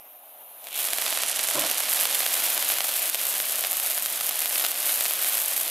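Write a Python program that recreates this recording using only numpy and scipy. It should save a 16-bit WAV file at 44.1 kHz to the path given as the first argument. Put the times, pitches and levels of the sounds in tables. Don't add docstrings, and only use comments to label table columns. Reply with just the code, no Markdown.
import sys
import numpy as np
from scipy import signal
from scipy.fft import rfft, irfft, next_fast_len
from scipy.io import wavfile
from scipy.ndimage import map_coordinates

SR = 44100
rng = np.random.default_rng(int(sys.argv[2]) if len(sys.argv) > 2 else 0)


def gain_from_decibels(decibels):
    exponent = np.asarray(decibels, float) / 20
    return 10 ** exponent


def wav_out(sig):
    wavfile.write(sys.argv[1], SR, np.round(np.clip(np.atleast_2d(sig).T, -1, 1) * 32767).astype(np.int16))


N = 251370


def unit(x):
    return x / np.sqrt(np.mean(x ** 2) + 1e-20)


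def in_time(rows):
    s, *columns = np.transpose(rows)
    return [np.interp(np.arange(N) / SR, s, column) for column in columns]


def coloured(x, spectrum):
    size = next_fast_len(N + 4096)
    hz = np.maximum(np.arange(size // 2 + 1) * SR / size, 1)
    table_hz, table_db = np.transpose(spectrum)
    log_gain = np.interp(np.log(hz), np.log(table_hz), table_db) * np.log(10) / 20
    cepstrum = irfft(log_gain, size)
    cepstrum[1:size // 2] *= 2
    cepstrum[size // 2 + 1:] = 0
    response = np.exp(rfft(cepstrum))
    return irfft(rfft(x, size) * response, size)[..., :N]


def drift(rate_hz):
    r = np.exp(-2 * np.pi * rate_hz / SR)
    wander = signal.lfilter([1], [1, -2 * r, r * r], rng.standard_normal(N + SR))
    return unit(wander[SR:])


def panned(x, pan_db):
    return x * gain_from_decibels(np.array([[.5], [-.5]]) * pan_db)


def bumps(s, half_s):
    return np.exp(-.5 * ((np.arange(N) / SR - s[:, None]) / half_s[:, None]) ** 2)


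PART_EDGES_HZ = (30000, 11000, 6000, 1200, 1)


def band(x, index):
    hz = np.maximum(np.fft.rfftfreq(N, 1 / SR), 1)
    upper, lower = (1 / (1 + (hz / edge_hz) ** 6) for edge_hz in PART_EDGES_HZ[index:index + 2])
    return irfft(rfft(x) * (upper - lower), N)


# (time [s], hiss level [dB], flame roar level [dB], echo delay off the hand [ms])
TORCH_MOVES = [(0, -47.5, -55, .345), (.1, -48, -56.5, 0.31), (.2, -49, -54.5, .3), (.3, -47.5, -53, 0.292),
               (.45, -47, -53.5, 0.297), (.6, -44, -52, 0.285), (.8, -49, -53, 0.3), (1.9, -47, -82, 0.14),
               (2.2, -58, -57, 0.24)]
# (frequency [Hz], level per Hz [dB])
TORCH_HISS_COLOUR = [(1200, -29), (2200, -9.5), (3500, -15), (5000, -20), (7500, -23.5), (10000, -6.5),
                     (13400, 3.5), (14600, -10), (15900, -13)]
# (frequency [Hz], level per Hz [dB])
TORCH_ROAR_COLOUR = [(35, -58), (260, -18.5), (425, -17), (590, -3.5), (710, -1), (1100, -11), (1700, -18),
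                     (4000, -29.5)]


def torch():
    hiss_db, roar_db, echo_ms = in_time(TORCH_MOVES)
    white = rng.standard_normal((4, N))
    gas = coloured(white[0], TORCH_HISS_COLOUR)
    echo = map_coordinates(gas, [np.arange(N) - echo_ms * SR / 1000], order=3, mode="nearest")
    hiss = gain_from_decibels(hiss_db + .8 * drift(20)) * unit(gas + .72 * echo)
    roar = gain_from_decibels(roar_db + 1.24 * drift(14)) * unit(coloured(white[1], TORCH_ROAR_COLOUR))
    spill_colour = [(1200, -7), (2500, 0), (4200, -4), (5200, -38)]
    spill = gain_from_decibels(hiss_db - 23) * unit(coloured(white[2], spill_colour))
    wide_roar = gain_from_decibels(roar_db - 11) * unit(coloured(white[3], TORCH_ROAR_COLOUR))
    return hiss + roar + (spill + wide_roar) * [[1], [-1]]


BURN_AND_FACING = [(.7, -14.5, -8), (.73, -12, -8), (.76, -3, -1), (.82, -1, -2), (1.1, 1.5, -9),
                   (1.5, 1.5, -16), (1.75, 2, -8), (2.0, 3, -4), (2.5, 2.5, -0.5), (2.9, 0.5, 0.5),
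                   (3.5, -.5, 0), (4.2, -1, 0.5), (5.0, 0.5, 1.5), (5.7, -.5, 1.5)]
# (time [s], level [dB], half length [s])
SURGES_AND_LULLS = [(0.944, -3, .03), (1.032, 1.5, .04), (1.2, -3, .03), (1.35, -2.5, .04),
                    (1.62, 1.5, .04), (1.78, -2.5, .03), (1.93, 2.5, .05), (2.08, -3, .03),
                    (2.281, -1.5, .03), (2.527, 2.5, .05), (2.739, 2.5, .03), (2.809, -3, .03),
                    (3.052, 1.5, .03), (3.13, -5.5, .04), (3.28, 1.5, .06), (3.581, -2.5, .04),
                    (3.79, -1.5, .03), (3.891, 3, .04), (3.986, -2.5, .03), (4.181, -1.5, .05),
                    (4.567, 3, .06), (4.75, -3, .04), (4.897, 3.5, .05), (5.166, -3, .04), (5.31, 4, .05),
                    (5.481, -2, .04), (5.6, 1.5, .05)]


def vigour():
    burn_db, facing_db = in_time(BURN_AND_FACING)
    s, db, half_s = np.transpose(SURGES_AND_LULLS)
    return burn_db, db @ bumps(s, half_s), facing_db


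# (time [s], first fountain left-right [dB],
# second fountain left-right [dB], second fountain's share [0-1], nearness [dB])
FOUNTAIN_BEARINGS = [(.6, -1, -5, 0.01, 1), (.9, -1.8, -4, 0.01, 0), (1.0, -2.5, -5, 0.09, -6),
                     (1.3, -3, -6, 0, -0.5), (1.75, -3, 4, 0, -2), (1.85, -2.5, -1.5, 0, 3),
                     (2.5, -3, 0, 0.7, -3.5), (3.5, -2, 0.2, 0.73, -9), (5.7, -1, 0, 0.5, -5)]


def bearings():
    return in_time(FOUNTAIN_BEARINGS)


def crackle(per_s, spread_db, most_db):
    born = rng.random(N) < per_s * gain_from_decibels(3.0 * drift(25)) / SR
    size = gain_from_decibels(np.minimum(spread_db * rng.exponential(1, N), most_db))
    push = rng.choice([1, -1], N, p=[.8, .2])
    return unit(born * size * push)


# (frequency [Hz], level per Hz [dB])
JET_SPECTRUM = [(40, -56), (150, -27.5), (310, -17.5), (410, -17), (650, -6.5), (950, -11), (1600, -8),
                (3100, -4), (5500, -7.5), (8000, -4.5), (11000, 1), (13600, 2.5), (14600, -6), (16000, -13)]
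# (frequency [Hz], side over mid level [dB])
SURROUNDINGS = [(60, -8), (110, -11), (200, -15), (380, -16), (700, -19), (1290, -19), (2380, -20),
                (4400, -19), (8120, -25), (15000, -26)]
# (level [dB], share of burn [dB/dB], of surge [dB/dB], of facing [dB/dB])
JET_PARTS = [
    (-34.5, 0.76, 0.67, 0.74),
    (-33.5, 0.81, 0.43, -0.12),
    (-35, 1.08, 0.37, -0.0051),
    (-44, 1.03, 0.33, -0.0038),
]


def jets():
    first_db, second_db, second_share, _ = bearings()
    parts = np.zeros((3, 2, N))
    for pan_db, share in ((first_db, 1 - second_share), (second_db, second_share)):
        gas = rng.standard_normal(N) * gain_from_decibels(.9 * drift(14))
        coarse = crackle(per_s=600., spread_db=5.5, most_db=15.)
        fine = crackle(per_s=1300., spread_db=5., most_db=19.)
        bright_mix = 0.48 * gas + 0.15 * coarse + 0.9 * fine
        middle_mix = 0.48 * gas + .5 * coarse + 0.2 * fine
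        low_mix = 1.14 * gas + 0.51 * coarse
        for k, mix in enumerate((bright_mix, middle_mix, low_mix)):
            parts[k] += panned(mix * np.sqrt(np.clip(share, 0, 1)), pan_db)
    bright, middle, low = coloured(parts, JET_SPECTRUM)
    scattered = coloured(coloured(rng.standard_normal(N), JET_SPECTRUM), SURROUNDINGS)
    surroundings = gain_from_decibels(-1.5) * scattered * [[1], [-1]]
    controls_db = np.array(vigour())
    jet = 0
    for k, (part, (level_db, *shares)) in enumerate(zip((bright, bright, middle, low), JET_PARTS)):
        jet = jet + gain_from_decibels(level_db + shares @ controls_db) * unit(band(part + surroundings, k))
    catching = np.clip((np.arange(N) / SR - .59) / 0.14, 0, 1) ** 0.82
    return catching * jet


# (time [s], snap peak level [dB], body peak level [dB])
FIRST_SPUTTERS = [(0.6424, -27, -32), (0.6583, -27, -36), (0.6704, -21, -23), (0.6864, -27, -27),
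                  (0.7204, -26, -28), (0.729, -18, -31), (0.7445, -20, -24), (0.7569, -15, -23),
                  (0.7666, -20, -26), (0.7771, -10, -27), (0.7907, -10, -30), (0.7992, -22, -25)]
# (time [s], snap peak level [dB], body peak level [dB])
CLOSE_BURSTS = [(0.8865, -12, -16), (0.9336, -7, -12), (0.9851, -9, -11), (1.0222, -12, -14),
                (1.0639, -12, -11), (1.127, -15, -16), (1.1747, -9, -12), (1.2352, -7, -10),
                (1.3935, -13, -12), (1.4458, -15, -15), (1.4873, -10, -12), (1.5116, -7, -14),
                (1.5556, -18, -15), (1.5947, -8, -15), (1.6207, -11, -15), (1.7137, -11, -14),
                (1.7818, -6, -16), (1.8053, -9, -14), (1.8363, -14, -15), (1.93, -13, -16),
                (2.03, -26, -16), (2.0548, -7, -8), (2.2052, -8, -10), (2.2641, -7, -10), (2.3419, -5, -16),
                (2.4024, -9, -16), (2.5778, -4, -12), (2.6258, -6, -15), (2.7012, -11, -11),
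                (2.721, -7, -15)]
# (time [s], snap peak level [dB], body peak level [dB])
BACKED_OFF_BURSTS = [(2.7855, -7, -12), (2.8061, -14, -8), (2.8455, -11, -14), (2.885, -19, -15),
                     (2.8921, -11, -14), (3.1462, -5, -11), (3.1538, -16, -15), (3.4017, -8, -11),
                     (3.6392, -16, -12), (3.6486, -13, -11), (3.7301, -6, -16), (3.7998, -7, -15),
                     (3.909, -12, -16), (3.9785, -9, -14), (4.0603, -7, -14), (4.211, -19, -14),
                     (4.2922, -6, -15), (4.3105, -14, -16), (4.4187, -9, -16), (4.4582, -6, -13),
                     (4.5576, -13, -12), (4.5974, -7, -15), (4.6113, -18, -14), (4.6405, -14, -15),
                     (4.649, -11, -8), (4.6646, -6, -14), (5.0093, -6, -11), (5.0552, -9, -12),
                     (5.0623, -12, -15), (5.1098, -10, -15)]
# (time [s], snap peak level [dB])
BRIGHT_SNAPS = [(0.8429, -7), (0.8532, -7), (1.9357, -7), (2.4387, -6), (2.6892, -6), (2.9401, -7),
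                (2.9654, -7), (3.0978, -5), (3.5226, -6), (3.557, -7), (3.7126, -6), (3.7195, -5),
                (3.7699, -7), (3.9851, -6), (4.2662, -6), (4.2954, -6), (4.4053, -6), (4.5801, -6),
                (4.7168, -7), (4.9242, -7), (4.975, -7), (5.1359, -6), (5.343, -7), (5.3725, -6),
                (5.3805, -6), (5.3886, -7), (5.4168, -7), (5.46, -6), (5.482, -6), (5.578, -5)]


def burst_rows():
    stray_count = 125
    burn_db, surge_db, facing_db = vigour()
    rate = gain_from_decibels(burn_db + 1.8 * surge_db + .6 * facing_db) * (np.arange(N) > .77 * SR)
    when, size = rng.random(stray_count), rng.standard_normal(stray_count)
    stray_s = np.interp(when, np.cumsum(rate) / rate.sum(), np.arange(N) / SR)
    stray_db = -9.5 + 2 * size
    thin = np.vstack([BRIGHT_SNAPS, np.transpose([stray_s, stray_db])])
    thin_body_db = -27 + 5 * np.clip(rng.standard_normal(len(thin)), -2, 2)
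    thin_rows = np.column_stack([thin, thin_body_db])
    return np.vstack([FIRST_SPUTTERS, CLOSE_BURSTS, BACKED_OFF_BURSTS, thin_rows])


# (least delay [ms], most delay [ms], level [dB])
TABLE_AND_RAILING = [(.3, 1.0, -10), (1.2, 2.0, -11), (2.5, 4.5, -17)]


def echoed(at, sizes):
    out = np.zeros((2, N + SR))
    place = rng.random((len(at), len(TABLE_AND_RAILING)))
    out[:, at] = sizes
    for where, (least_ms, most_ms, level_db) in zip(place.T, TABLE_AND_RAILING):
        delay_ms = least_ms + where * (most_ms - least_ms)
        out[:, at + (delay_ms * SR / 1000).astype(int)] += sizes * gain_from_decibels(level_db)
    return out[:, :N]


def pulse_of(x):
    return x[:512] / np.abs(signal.hilbert(x[:512])).max()


def pops():
    s, snap_db, body_db = burst_rows().T
    at = np.round(s * SR).astype(int) - 2
    first_db, second_db, share, near_db = (curve[at] for curve in bearings())
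    pan_db = np.where(rng.random(len(s)) < share, second_db, first_db)
    pan_db = pan_db + 1.1 * rng.standard_normal(len(s))
    snaps = echoed(at, panned(gain_from_decibels(snap_db + .3), pan_db))
    bodies = echoed(at, panned(gain_from_decibels(body_db + 2.5), pan_db))
    lead = 64
    step = coloured(np.arange(N) == lead, JET_SPECTRUM)
    snap = pulse_of(band(step, index=0) + band(step, index=1))
    push = pulse_of(band(step, index=2) + 1.6 * band(step, index=3))
    burst = signal.fftconvolve(snaps, [snap]) + signal.fftconvolve(bodies, [push])
    thuds = np.zeros(N)
    thuds[at] = gain_from_decibels(body_db + near_db - 26)
    thud = signal.lfilter([1], [1, -np.exp(-1 / SR / 0.00068)], thuds)
    return burst[:, lead:N + lead] + thud


def flare(puffs, colour):
    s, db, half_s = np.transpose(puffs)
    swell = gain_from_decibels(db) @ bumps(s, half_s)
    return swell * gain_from_decibels(0.98 * drift(60)) * unit(coloured(rng.standard_normal(N), colour))


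# (time [s], level [dB], half length [s])
FIRST_FUSE_PUFFS = [
    (.645, -53, .01),
    (.68, -49, 0.012),
    (.735, -43, 0.017),
    (.8, -37.5, 0.046),
]
# (frequency [Hz], level per Hz [dB])
NOZZLE_RING = [(1500, -33), (2300, -5), (3300, 1), (4100, -4), (4900, -29)]


def first_fuse():
    return flare(FIRST_FUSE_PUFFS, NOZZLE_RING)


# (time [s], level [dB], half length [s])
SECOND_FUSE_PUFFS = [
    (1.558, -36, .008),
    (1.582, -31.5, .011),
    (1.608, -39, .008),
    (1.643, -34.5, .016),
    (1.64, -44, .09),
]
# (frequency [Hz], level per Hz [dB])
WHOOSH_COLOUR = [(60, -35), (150, -8.5), (200, -16), (310, -1.5), (440, -11), (600, 4), (800, -9),
                 (1050, -4.5), (1600, -12), (2600, -25), (5000, -48)]


def second_fuse():
    return flare(SECOND_FUSE_PUFFS, WHOOSH_COLOUR)


def scene():
    return torch() + first_fuse() + jets() + pops() + second_fuse()


def low_pass(x):
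    return signal.sosfilt(signal.butter(12, 15880, fs=SR, output="sos"), x)


def record(dry):
    x = signal.sosfilt(signal.butter(1, 70, "high", fs=SR, output="sos"), dry)
    x = np.real(signal.hilbert(x) * np.exp(-1j * 2.0))
    over_db = np.maximum(20 * np.log10(np.abs(x).max(axis=0) + 1e-9) + 5.5, 0)
    ramp_db = 100.0 * np.arange(N) / SR
    held_db = np.maximum.accumulate(over_db + ramp_db) - ramp_db
    duck_db = signal.lfilter([.01], [1, -.99], held_db)
    x = x * gain_from_decibels(-.65 * duck_db)
    x = signal.sosfiltfilt(signal.cheby2(16, 30, 15920, fs=SR, output="sos"), x)
    return low_pass(x)


dry = scene()
out = record(dry)
wav_out(out)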